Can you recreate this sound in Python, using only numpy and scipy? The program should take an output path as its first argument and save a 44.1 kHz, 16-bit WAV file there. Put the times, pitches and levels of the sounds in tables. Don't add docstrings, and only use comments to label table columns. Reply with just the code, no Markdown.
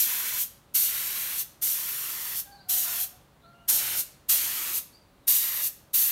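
import sys
import numpy as np
from scipy import signal
from scipy.fft import rfft, irfft, next_fast_len
from scipy.io import wavfile
from scipy.ndimage import map_coordinates

SR = 44100
rng = np.random.default_rng(int(sys.argv[2]) if len(sys.argv) > 2 else 0)


def master_out(mix):
    frames = np.transpose(np.atleast_2d(mix))
    ceiling = np.clip(frames, -1, 1)
    pcm = np.round(ceiling * 32767).astype(np.int16)
    wavfile.write(sys.argv[1], SR, pcm)


N = 269451


def amp(db):
    return 10 ** (np.asarray(db) / 20)


def unit(x):
    return x / np.sqrt(np.mean(x ** 2) + 1e-20)


def along(points, hz):
    f, v = np.transpose(points)
    return np.interp(np.log(hz + 1), np.log(f + 1), v)


def ramp(t, start, end):
    return np.clip((t - start) / max(end - start, 1e-4), 0, 1)


def wobble(t, rate):
    points = rng.standard_normal(4096)
    return map_coordinates(points, [(t - t[0]) * rate], mode="wrap")


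def filtered(x, response):
    size = next_fast_len(len(x) + 8192)
    gain = response(np.fft.rfftfreq(size, 1 / SR))
    return irfft(rfft(x, size) * gain, size)[:len(x)]


def noise(t, spectrum):
    white = rng.standard_normal(len(t))
    return unit(filtered(white, lambda hz: amp(along(spectrum, hz))))


def add(track, start, sound):
    part = track[round(start * SR):][:len(sound)]
    part += sound[:len(part)]


# (air opens t/s, air closes t/s, paint delay t/s,
#  air level/dB before surge, sag and paint damping, surge level/dB, wash level/dB, wash centre f/Hz,
#  buffet level/dB, top sizzle level/dB)
PULLS = [(-.02, 0.431, 0.039, -24, 4.5, -42.5, 1710, -60, -0.5),
         (0.737, 1.415, 0.11, -25, 6, -43.5, 1770, -59.5, -1),
         (1.61, 2.401, 0.11, -26, 3, -47.5, 1650, -58, 0),
         (2.682, 3.039, 0.13, -25.5, 4, -44.5, 1670, -61, -0.5),
         (3.675, 4.008, 0.083, -25.5, 8, -40, 2150, -50.5, -3.5),
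         (4.282, 4.783, 0.062, -25, 8, -45, 1840, -53.5, -2),
         (5.267, 5.672, .11, -23.5, 6.5, -45.5, 1670, -58.5, 1.5),
         (5.929, 6.2, 0.13, -24, 6, -44, 1780, -61.5, 3)]


def spray_gun():
    track = np.zeros(N)
    for pull in PULLS:
        start = max(pull[0], 0)
        t = start + np.arange(SR) / SR
        add(track, start, workshop(burst(t, pull), early_db=-11, tail_db=-12.0))
    return track


# (f/Hz, relative level/dB per Hz)
DRY_AIR = [(150, -45.5), (700, -33.5), (1200, -23.5), (1900, -20), (2800, -15), (4300, -12), (6400, -8.5),
           (7600, -10), (9500, -5.5), (11000, -4.5), (12600, 1), (13700, -1.5), (14600, -2), (16000, -14)]
# (f/Hz, relative level/dB per Hz)
WET_AIR = [(800, -42), (2000, -14.5), (3000, -9.5), (4600, -9.5), (6400, -8.5), (7800, -10), (9300, -5.5),
           (10300, -6.5), (11500, -3), (13100, 1.5), (14600, -5.5), (16000, -8)]
# (multiple of the wash centre, relative level/dB per Hz)
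WASH = [(.1, -43), (.25, -14.5), (.44, -16), (.58, -5), (.85, -2.5), (1, -3.5), (1.2, -1.5), (1.4, -4.5),
        (1.65, -6.5), (2.3, -12.5), (4, -48)]
# (f/Hz, relative level/dB per Hz)
BUFFET = [(30, -22), (65, -11), (110, -2), (200, -8.5), (330, -3), (500, -7), (1000, -7.5), (1600, -11),
          (4000, -33)]
# (centre f/Hz, width f/Hz, level/dB)
COLOURING = [(1854, 95, 2.5), (2440, 130, -0.5), (3200, 92, 0), (4944, 340, -4.5), (5720, 200, 0),
             (6750, 900, 1), (9500, 500, -1), (10390, 530, -4)]
SURGE_S = 0.13
SAG_DB_PER_S = 3
PAINT_RISE_S = 0.062
PAINT_DAMPING_DB = 4.5


def burst(t, pull, attack=0.016, shut=0.016, paint_lead=0.056, paint_fall=0.029, flutter_db=0.53,
          sway_db=0.27, spatter_db=1, puff_db=4.5, puff_lag=0.066, puff_length=0.024):
    opens, closes, paint_delay, air_db, surge_db, wash_db, wash_hz, buffet_db, sizzle_db = pull
    held = np.maximum(t - opens, 0)
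    closing = np.exp(-np.maximum(t - closes, 0) / shut)
    valve = ramp(held, 0, attack) ** 2 * closing

    paint_starts = ramp(held - paint_delay, 0, PAINT_RISE_S)
    paint_stops = ramp(t - closes + paint_lead, 0, paint_fall)
    paint = paint_starts * (1 - paint_stops)
    air = np.sqrt(1 - paint) * noise(t, DRY_AIR) + np.sqrt(paint) * noise(t, WET_AIR)

    hiss = unit(filtered(air, lambda hz: amp(sizzle_db * ramp(hz, 7800, 15400))))

    surge = surge_db * np.exp(-held / SURGE_S)
    jet_db = air_db + surge - SAG_DB_PER_S * held - PAINT_DAMPING_DB * paint
    unsteady_db = sway_db * wobble(t, 14) + flutter_db * wobble(t, 70)
    hiss *= amp(jet_db + unsteady_db)

    spatter = amp(wash_db + spatter_db * wobble(t, 90))
    wash = paint * spatter * noise(t, np.multiply(WASH, [wash_hz, 1]))

    puff = np.exp(-((held - puff_lag) / puff_length) ** 2)
    buffet = amp(buffet_db + puff_db * puff) * noise(t, BUFFET)

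    def colour(hz):
        return amp(sum(db * np.exp(-(2 * (hz - centre) / width) ** 2) for centre, width, db in COLOURING))

    return off_the_wood(valve * filtered(hiss + wash + buffet, colour), t)


def off_the_wood(x, t, delay=0.001164, sway=0.000218, share=0.2):
    lag = (delay + sway * wobble(t, 2.95)) * SR
    reflection = map_coordinates(x, [np.arange(len(x)) - lag])
    return (x + share * reflection) / np.hypot(1, share)


# (f/Hz, t/s)
ROOF = [(200, 0.76), (1500, 0.54), (5000, 0.51), (13000, 0.32)]


def workshop(x, early_db, tail_db, early_t60=0.081):
    hz, t, bands = signal.stft(rng.standard_normal(SR // 2), SR, nperseg=256)
    fade = amp(-60 * t / along(ROOF, hz)[:, None])
    tail = signal.istft(bands * fade, SR, nperseg=256)[1]
    t = np.arange(len(tail)) / SR
    early = rng.standard_normal(len(t)) * amp(-60 * t / early_t60)
    early_part = amp(early_db) * early / np.linalg.norm(early)
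    tail_part = amp(tail_db) * tail / np.linalg.norm(tail)
    echo = early_part + tail_part
    echo[0] = 1
    return signal.fftconvolve(x, echo / np.linalg.norm(echo))


# (start t/s, length t/s, pitch f/Hz, level/dB before fading,
#  second harmonic level/dB re the first at mid-syllable, pitch roughness as a share)
CROW = [(2.45, .13, 803, -54, -6, .018), (2.57, .09, 780, -62, 0, .03), (2.65, .18, 738, -54, -8, .03),
        (2.83, .14, 705, -56, 5, .035), (2.96, .11, 750, -55, -3, .03), (3.11, .08, 738, -62, -9, .035),
        (3.425, .26, 690, -63.5, 2, .012)]
CROW_ARCH = .012
CROW_DULLING_DB = 7
CROW_ATTACK_S, CROW_RELEASE_S = 0.027, 0.021
CROW_FADE_DB_PER_S = 14


def rooster(third_db=-22, flutter_db=2.2):
    track = np.zeros(N)
    for start, length, hz, db, second_db, rough in CROW:
        t = np.arange(0, length, 1 / SR)
        swell = ramp(t, 0, CROW_ATTACK_S) * ramp(length - t, 0, CROW_RELEASE_S)
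        effort = swell * amp(db - CROW_FADE_DB_PER_S * t)
        arch = CROW_ARCH * (1 - np.sin(np.pi * t / length))
        pitch = hz * (1 - arch + rough * wobble(t, 140))
        phase = 2 * np.pi * np.cumsum(pitch) / SR
        second = amp(second_db - CROW_DULLING_DB * (t / length - .5))
        voice = np.sin(phase) + second * np.sin(2 * phase) + amp(third_db) * np.sin(3 * phase)
        strain = unit(amp(flutter_db * wobble(t, 40)))
        add(track, start, np.sqrt(2) * effort * strain * voice)
    return workshop(track, early_db=-13, tail_db=-9)[:N]


# (start t/s, length t/s, first f/Hz, last f/Hz, level/dB)
CHIRPS = [(2.5, 0.046, 4200, 4750, -59.5), (2.54, 0.037, 4850, 3840, -59.5), (2.58, .04, 3800, 4930, -57.5),
          (2.625, .03, 4900, 4340, -65), (3.411, 0.037, 3820, 3510, -68), (3.429, 0.054, 3930, 4440, -67.5),
          (3.527, .13, 2770, 2890, -71), (4.916, 0.055, 4490, 4790, -60), (5.222, 0.043, 3820, 3770, -73)]


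def birds(warble=.03):
    track = np.zeros(N)
    for start, length, from_hz, to_hz, db in CHIRPS:
        t = np.arange(0, length, 1 / SR)
        pitch = np.linspace(from_hz, to_hz, len(t)) * (1 + warble * wobble(t, 390))
        whistle = np.sin(2 * np.pi * np.cumsum(pitch) / SR)
        swell = np.sin(np.pi * t / length)
        add(track, start, 2 * amp(db) * swell * whistle)
    return workshop(track, early_db=5.5, tail_db=5)[:N]


# (f/Hz, relative level/dB per Hz)
YARD = [(20, -21.5), (32, -11), (50, -1), (80, -4.5), (140, -5), (260, -9), (420, -13), (700, -14),
        (1200, -16), (2000, -23), (4300, -27), (5200, -32), (9000, -33), (16000, -34)]
# (f/Hz, level/dB)
HUM = [(141, -73), (197, -81), (565, -75)]


def yard(level_db=-59.5, drift_db=-0.56, waver=0.44):
    t = np.arange(N) / SR
    hum = np.zeros(N)
    for hz, db in HUM:
        phase = 2 * np.pi * hz * t + waver * wobble(t, 8.6)
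        hum += np.sqrt(2) * amp(db) * np.sin(phase)
    rumble = amp(level_db + drift_db * wobble(t, 2.5)) * noise(t, YARD)
    return rumble + hum


def scene():
    mono = spray_gun() + rooster() + birds() + yard()
    return np.array([mono, mono])


TOP_HZ = 15780


def record(dry):
    low_pass = lambda hz: 1 / np.sqrt(1 + (hz / TOP_HZ) ** 400)
    return np.array([filtered(channel, low_pass) for channel in dry])


dry = scene()
out = record(dry)
master_out(out)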